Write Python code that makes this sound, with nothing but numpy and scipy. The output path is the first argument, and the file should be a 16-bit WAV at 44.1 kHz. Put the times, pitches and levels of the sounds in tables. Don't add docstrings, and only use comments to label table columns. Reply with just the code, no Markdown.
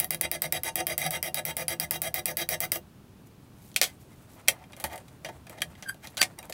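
import sys
import numpy as np
from scipy import signal
from scipy.fft import rfft, irfft, next_fast_len
from scipy.io import wavfile
from scipy.ndimage import uniform_filter1d

SR = 44100
rng = np.random.default_rng(int(sys.argv[2]) if len(sys.argv) > 2 else 0)


def transcribe(u):
    v = np.clip(np.atleast_2d(u).T, -1, 1)
    q = np.round(v * 32767).astype(np.int16)
    wavfile.write(sys.argv[1], SR, q)


N = 287973

# start in seconds, landing peak in dB, level the bite swells to in dB, length in seconds.
STROKES = [(0.0004, -4.5, -44.5, 0.046), (0.1065, -7, -36.5, 0.03), (0.2114, -5, -32.5, 0.044),
           (0.3145, -7, -36.5, 0.045), (0.4196, -6, -32.5, 0.041), (0.5239, -4, -34, 0.049),
           (0.634, -12.5, -32, 0.056), (0.7563, -5.5, -32, 0.053), (0.8684, -6, -34.5, 0.063),
           (0.9793, -7, -33.5, 0.096), (1.1072, -11, -32.5, 0.062), (1.228, -9, -36, 0.056),
           (1.344, -9.5, -33.5, 0.05), (1.4519, -11.5, -35.5, 0.058), (1.5675, -8, -36.5, 0.059),
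           (1.6815, -7, -33, 0.053), (1.7988, -8, -38, 0.047), (1.9092, -5, -37, 0.055),
           (2.0182, -9, -36.5, 0.061), (2.142, -6.5, -34.5, 0.052), (2.2568, -8, -37, 0.057),
           (2.37, -7.5, -33.5, 0.059), (2.4897, -9.5, -32, 0.057), (2.604, -10.5, -33.5, 0.048),
           (2.7187, -5.5, -43.5, 0.052)]
# start in seconds, relative peak in dB.
SNAGS = [(0.0446, -12), (0.1458, -8.5), (1.0164, -17), (1.062, -32), (1.0636, -9.5), (2.7566, -13)]
# frequency in Hz, least width in Hz, relative level in dB.
STEEL = [(74, 4.4, 4.5), (157, 8.5, 3), (341.2, 16, 0), (515.3, 25.7, 1.5), (598.6, 32, 0.5),
         (636.6, 44, 4), (754.5, 64, -0.5), (900, 21, -1.5), (1204, 61, -10), (1338, 40, -9.5),
         (1507, 46, -12.5), (1689.5, 30, -1.5), (1880, 82, -3.5), (2057, 70, 1.5), (2420, 120, -4),
         (2795, 28, -0.5), (3200, 125, -5), (3850, 63, -2.5), (4788, 65, -3.5), (5400, 120, -14.5),
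         (5740, 110, -8.5), (6320, 80, -7.5), (7810, 120, -9.5), (8350, 53, -5), (9130, 190, -6.5),
         (11100, 160, -3.5)]
# frequency in Hz, relative level in dB.
LANDING = [(1300, -24), (2400, -8), (3800, -29), (4950, -1.5), (6500, -25.5), (7700, -6.5), (10600, -2.5),
           (13900, -4), (15300, 1.5), (16100, -7)]
# frequency in Hz, relative level in dB.
GRIT = [(4000, -14), (7000, -9), (9000, -19.5), (10300, -3.5), (11500, 1), (13500, -0.5), (15700, 2.5),
        (16100, -39)]
# bass of the blow in dB, its treble in dB, drive of the steel in dB against the blow.
FILE, LEVER, SCREW = (-5.5, -8, -11.5), (-4.5, -2.1, -8), (-4.5, -10.5, -7.5)
HANDLE, JAWS = (1, 2.3, 0.67), (6, -11, 1)
# start in seconds, peak of the blow in dB, clatter decay to -60 dB in seconds (4 ms at least),
# centre of the ring in Hz, what is struck.
KNOCKS = [
    (3.716, -42.5, 0.033, 719, FILE), (3.7433, -37, 0.018, 501, FILE), (3.762, -5, 0.055, 3200, FILE),
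    (3.7655, -31, 0.03, 3100, FILE), (3.8147, -1.5, 0.026, 1960, FILE), (3.8255, -11, 0.024, 7800, FILE),
    (3.8319, -10, 0.043, 3200, FILE), (3.8397, -12.5, 0.11, 3200, FILE),
    (4.477, -26, 0.03, 2420, JAWS), (4.4833, 1.5, 0.023, 4200, LEVER), (4.4864, -8, 0.047, 786, LEVER),
    (4.6169, -59, 0.03, 2400, JAWS), (4.6394, -43.5, 0.03, 2420, JAWS), (4.722, -42, 0.04, 2420, JAWS),
    (4.7321, -34, 0.028, 2420, JAWS), (4.7658, -33, 0.12, 660, HANDLE), (4.7997, -27.5, 0.11, 710, HANDLE),
    (4.8403, -14.5, 0.091, 900, HANDLE), (4.899, -45, 0.025, 2420, JAWS), (4.9153, -47, 0.03, 732, HANDLE),
    (4.931, -32, 0.036, 720, HANDLE), (4.9586, -29.5, 0.033, 522, HANDLE), (4.9777, -30, 0.06, 807, HANDLE),
    (5.082, -41, 0.053, 2410, SCREW), (5.247, -25, 0.11, 2500, JAWS), (5.468, -34.5, 0.048, 1190, JAWS),
    (5.4962, -29, 0.048, 525, HANDLE), (5.5854, -39, 0.04, 2430, JAWS), (5.6057, -34, 0.037, 541, JAWS),
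    (5.6188, -13, 0.024, 2400, HANDLE), (5.7523, -42.5, 0.034, 1950, JAWS), (5.8247, -31, 0.076, 1680, JAWS),
    (5.9439, -40, 0.03, 666, HANDLE), (6.0718, -27, 0.053, 514, SCREW), (6.1702, -19.5, 0.064, 3200, SCREW),
    (6.1774, -16.5, 0.056, 3830, SCREW), (6.2163, 0, 0.011, 2370, SCREW), (6.2279, -4, 0.032, 3250, SCREW),
    (6.2347, -19, 0.021, 1930, SCREW), (6.3882, -24.5, 0.015, 3880, HANDLE), (6.4279, -33, 0.03, 2060, HANDLE),
    (6.4973, -26, 0.033, 650, HANDLE), (6.5244, -24, 0.054, 3870, SCREW)]
# centre of the friction noise in Hz, drive of the steel in dB against it,
# centre of the ring in Hz.
CLOTH, BRISTLES, WOOD = (15000, -30, 900), (5500, 9.5, 1400), (4600, 23.6, 840)
THREAD, RAIL, BENCH = (950, 11, 1380), (500, 20, 420), (300, 37, 90)
# middle in seconds, half-span in seconds, level at the middle in dB, what rubs.
SLIDES = [(3.272, 0.035, -64, CLOTH), (3.656, 0.24, -61.5, CLOTH), (3.886, 0.088, -56, BRISTLES),
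          (6.252, .07, -63, RAIL), (6.389, .03, -60.5, WOOD), (6.502, 0.037, -67, WOOD),
          (4.016, .05, -59.5, CLOTH), (4.121, 0.066, -64.5, BRISTLES), (4.222, .02, -59.5, CLOTH),
          (4.335, 0.13, -60.5, CLOTH), (4.17, .1, -69, CLOTH), (4.369, 0.034, -69.5, WOOD),
          (4.521, 0.063, -62, WOOD), (4.611, 0.14, -71.5, WOOD), (4.844, 0.059, -64, BENCH),
          (5.3, 0.21, -67.5, BENCH), (5.655, 0.049, -65.5, BENCH), (4.931, 0.082, -53, WOOD),
          (5.26, 0.018, -54, WOOD), (5.291, 0.022, -51, WOOD), (5.58, 0.022, -57, WOOD),
          (5.335, 0.082, -69, THREAD), (5.531, 0.12, -65.5, WOOD), (5.79, 0.043, -60.5, THREAD),
          (5.645, 0.038, -62, RAIL), (6.049, 0.054, -47.5, THREAD), (6.105, 0.023, -60, CLOTH),
          (6.189, 0.031, -43, THREAD), (6.442, 0.065, -67, WOOD)]
# time in seconds, mean pitch in Hz,
# mean level of the fundamental in dB, mean level of the overtones in dB against it.
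SQUEAKS = [
    [(5.852, 1630, -64, -40), (5.862, 1636, -41, -38), (5.874, 1584, -45, -29), (5.883, 1580, -35, -31),
     (5.892, 1563, -31.5, -13.5), (5.9, 1604, -32, -30), (5.908, 1635, -44, -20), (5.924, 1650, -67, -18)],
    [(6.186, 1625, -53, -28), (6.199, 1550, -36, -16), (6.208, 1550, -36.5, -19), (6.216, 1557, -28, -9),
     (6.22, 1570, -43, -14)],
]
# multiple of the pitch, level in dB.
OVERTONES = [(2, 4), (3, 5.5), (4, -5), (5, 4.5), (6, 8), (7, 4.5), (8, 3), (9, 0)]
THIRD_DB = [0, 11.5]
# time in seconds, mean level in dB, dull part in dB against the bright part.
RUSTLE = [(2.85, -99, -4), (3.7, -73, 3.5), (4.0, -74.5, 0.5), (4.6, -70.5, 15.5), (5.1, -76, 6),
          (5.699, -73.5, 9), (6.53, -77.5, 9.5)]
# frequency in Hz, relative level in dB.
RUSTLE_BRIGHT = [(2000, -13), (4000, -14.5), (8500, 5.0), (12000, -4), (15700, -4.0), (16100, -56.0)]
RUSTLE_DULL = [(250, -15.0), (600, 8.5), (2500, -5), (5000, -15.5), (16000, -49)]
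RUSTLE_TICKS = [(3000, -30), (5000, -8), (12000, 5), (16000, -12)]
# frequency in Hz, relative density in dB per Hz.
AIR = [(15, -59.0), (25, -16.5), (120, 0.5), (157, -2), (291, -8.5), (449, -15), (486, -17.0),
       (1320, -24.0), (2090, -30), (2330, -28.5), (8050, -37), (10500, -35.5), (15800, -37), (16100, -79.5)]

AIR_DB = -52.5
EDGE_HZ, CEILING = 16800, .95
SIZE = 2 ** 14
HZ = np.fft.rfftfreq(SIZE, 1 / SR)
MODE_HZ = np.transpose(STEEL)[0]
TOUCH_DB = -41
BOUNCE_S, BOUNCE_DB = 0.0094, -7.5
LIFT_DB_PER_S = -1500
JOLT_DB = -2.5
HISS_DB, HISS_DB_PER_S = -41, 3
DAMP_HZ, DAMP_DB = 6500, 1.5
RASP_HZ = 5570
RASP_DB, RASP_DB_PER_S = -0.5, 3.5
RASP_SPREAD_DB = 3.5
HELD_HZ = 50


def gain_of(db):
    return 10 ** (np.asarray(db) / 20)


def evened(x):
    return x / np.sqrt(np.mean(x ** 2) + 1e-20)


def read(points, hz):
    f, value = np.transpose(points)
    return np.interp(np.log(hz + 1), np.log(f + 1), value)


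def add(mix, s, sound):
    part = mix[round(s * SR):][:len(sound)]
    part += sound[:len(part)]


def colour(x, points):
    db = read(points, abs(np.fft.fftfreq(4096, 1 / SR)))
    log_gain = np.log(gain_of(np.maximum(db, -100)))
    taps = np.fft.ifft(np.exp(np.conj(signal.hilbert(log_gain)))).real[:2048]
    return signal.fftconvolve(x, taps)[:len(x)]


def near_hz(hz, centre_hz, slope_db):
    return -slope_db * abs(np.log2(hz / centre_hz))


def teeth(count, spread_db):
    strength = evened(uniform_filter1d(rng.standard_normal(count), 60))
    return evened(rng.standard_normal(count) * gain_of(spread_db * strength))


def steel(force, share_db, held_hz=0):
    hz, width, db = np.transpose(STEEL)[..., None]
    sign = (-1) ** np.arange(len(STEEL))[:, None]
    modes = sign / (1 + 2j * (HZ - hz) / np.maximum(width, held_hz))
    scale = np.sqrt(np.mean(abs((gain_of(db) * modes).sum(0)) ** 2))
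    response = (gain_of(db + share_db[:, None]) * modes).sum(0)
    return irfft(rfft(force, SIZE) * response, SIZE) / scale


def landing_tick(land_db):
    t = np.arange(600) / SR
    contact = (t / .0003) ** 2 * np.exp(-t / .00022)
    tail = .1 * np.exp(-t / .0028) * (t > .0004)
    tick = colour(rng.standard_normal(600) * (contact + tail), LANDING)
    return gain_of(land_db) * tick / abs(tick).max()


def filing():
    out, hiss, snags = np.zeros((3, N))
    t = np.arange(round(.14 * SR)) / SR
    for s, db in SNAGS:
        add(snags, s, gain_of(db) * np.exp(-t[:600] / 0.00083))
    for s, land_db, bite_db, length in STROKES:
        lift_db = LIFT_DB_PER_S * np.maximum(t - length, 0)
        catch_db = BOUNCE_DB * np.exp(-(t / BOUNCE_S) ** 2)
        pressure_db = TOUCH_DB + (bite_db - TOUCH_DB) * np.minimum(t / length, 1)
        bite = gain_of(pressure_db + catch_db + lift_db)
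        grain = teeth(len(t), 2.6)
        force = (bite + gain_of(-12.5) * snags[round(s * SR):][:len(t)]) * grain
        force[30] += gain_of(land_db + JOLT_DB)
        along = np.pi / 2 * np.clip(t / length, 0, 1)
        damp_db = DAMP_DB * np.log2(np.maximum(MODE_HZ / DAMP_HZ, 1))
        rasp_db = rng.normal(RASP_DB + RASP_DB_PER_S * s, RASP_SPREAD_DB)
        rasp_shape = np.exp(-((MODE_HZ / RASP_HZ - 1) / 0.027) ** 2)
        shares_db = rng.normal(0, 2.37, (2, len(MODE_HZ)))
        early_db, late_db = shares_db - damp_db + rasp_db * rasp_shape
        add(out, s, steel(force * np.cos(along), early_db))
        add(out, s, steel(force * np.sin(along), late_db))
        fade_db = -113 * t
        add(hiss, s, gain_of(HISS_DB + HISS_DB_PER_S * s + fade_db + 0.34 * catch_db + lift_db))
        add(out, s, landing_tick(land_db))
    grit = evened(colour(teeth(N, 2.2), GRIT))
    return out + (hiss + gain_of(-11.0) * snags) * grit


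def knocks():
    out, t = np.zeros(N), np.arange(round(.15 * SR)) / SR
    for s, db, t60, ring_hz, (bass_db, treble_db, ring_db) in KNOCKS:
        onset = np.minimum(t / 0.00026, 1)
        clatter = 0.32 * gain_of(-60 * t / max(t60, .004))
        force = rng.standard_normal(len(t)) * onset * (np.exp(-t / 0.00077) + clatter)
        bass = [(150, bass_db - 26.0), (600, bass_db), (1100, bass_db / 2 - 10.5)]
        middle = [(2500, -3), (3800, -2), (5500, -6.0)]
        treble = [(10000, treble_db), (15500, treble_db - 6.0)]
        blow = colour(force, bass + middle + treble)
        share_db = near_hz(MODE_HZ, ring_hz, 6.0) + rng.normal(0, 2.2, len(MODE_HZ))
        add(out, s, gain_of(db) * blow / abs(blow).max())
        add(out, s, gain_of(db + ring_db) * steel(force, share_db, HELD_HZ))
    return out


def slides():
    out, bands = np.zeros(N), np.geomspace(150, 15700, num=12)
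    for s, half_span, db, (centre_hz, ring_db, ring_hz) in SLIDES:
        t = np.arange(-half_span, half_span, 1 / SR)
        swell = gain_of(db) * np.exp(-.5 * (t / (0.24 * half_span)) ** 2)
        spectrum = list(zip(bands, near_hz(bands, centre_hz, 2.1))) + [(16100, -70)]
        rub = evened(colour(teeth(len(t), 3.8), spectrum))
        add(out, s - half_span, swell * rub)
        force = swell * teeth(len(t), 1.3)
        share_db = rng.normal(0, 1.5, len(MODE_HZ)) + near_hz(MODE_HZ, ring_hz, 9.3)
        held_hz = HELD_HZ * (ring_hz > 300)
        add(out, s - half_span, gain_of(ring_db) * steel(force, share_db, held_hz))
    return out


def squeak(rows, third_db):
    s, *columns = np.transpose(rows)
    t = np.arange(s[0], s[-1], 1 / SR)
    hz, db, bright_db = (np.interp(t, s, c) for c in columns)
    wobble, flutter = (evened(uniform_filter1d(rng.standard_normal(len(t)), 130)) for _ in range(2))
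    turn = 2 * np.pi * np.cumsum(hz * (1 + .006 * wobble)) / SR
    db, bright_db = db + 2.5 * flutter, bright_db + 1.0 * wobble
    over = np.zeros(len(t))
    for k, level_db in OVERTONES:
        over += gain_of(level_db + third_db * (k == 3)) * np.sin(k * turn + k * k)
    return s[0], np.sqrt(2) * gain_of(db) * (np.sin(turn) + gain_of(bright_db) * over)


def rustle():
    s, db, dull_db = np.transpose(RUSTLE)
    t = np.arange(N) / SR
    bright = evened(colour(teeth(N, 2.2), RUSTLE_BRIGHT))
    dull = evened(colour(teeth(N, 3.0), RUSTLE_DULL))
    slow = signal.butter(2, 12, fs=SR, output="sos")
    swell_db = 5.8 * evened(signal.sosfilt(slow, rng.standard_normal(N)))
    size = gain_of(5.5 * np.minimum(rng.exponential(1, N), 4))
    ticks = size * (rng.random(N) < 14 / SR)
    bright = bright + gain_of(16.0) * colour(ticks, RUSTLE_TICKS)
    level_db = np.interp(t, s, db, left=-90) + swell_db
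    return gain_of(level_db) * (bright + gain_of(np.interp(t, s, dull_db)) * dull)


def workshop(x):
    t = np.arange(round(.2 * SR)) / SR
    present = rng.random(len(t)) < .15
    taps = rng.choice([-1., 1.], len(t)) * present * np.minimum(t / 0.00049, 1)
    low = signal.lfilter(*signal.butter(2, 1000, fs=SR), taps)
    tail = low * gain_of(-60 * t / 0.15) + (taps - low) * gain_of(-60 * t / 0.089)
    return signal.fftconvolve(x, tail / np.linalg.norm(tail))[:N]


def background():
    size = next_fast_len(N)
    gain = gain_of(read(AIR, np.fft.rfftfreq(size, 1 / SR)))
    air = irfft(rfft(rng.standard_normal(size)) * gain, size)[:N]
    return gain_of(AIR_DB) * evened(air)


def scene():
    near = filing() + knocks() + slides()
    for rows, third_db in zip(SQUEAKS, THIRD_DB):
        add(near, *squeak(rows, third_db))
    near = signal.sosfilt(signal.butter(2, 55, "high", fs=SR, output="sos"), near)
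    return (near + gain_of(-7.5) * workshop(near) + rustle() + background())[None]


def record(dry):
    top = signal.firwin2(511, [0, 15750, 16050, 16600, SR / 2], [1, 1, .3, .2, 0], fs=SR)
    edge = signal.firwin(511, EDGE_HZ, window=("kaiser", 10), fs=SR)
    loud = CEILING * np.tanh(dry / CEILING)
    return signal.oaconvolve(loud, np.convolve(top, edge)[None], "same")


dry = scene()
out = record(dry)
transcribe(out)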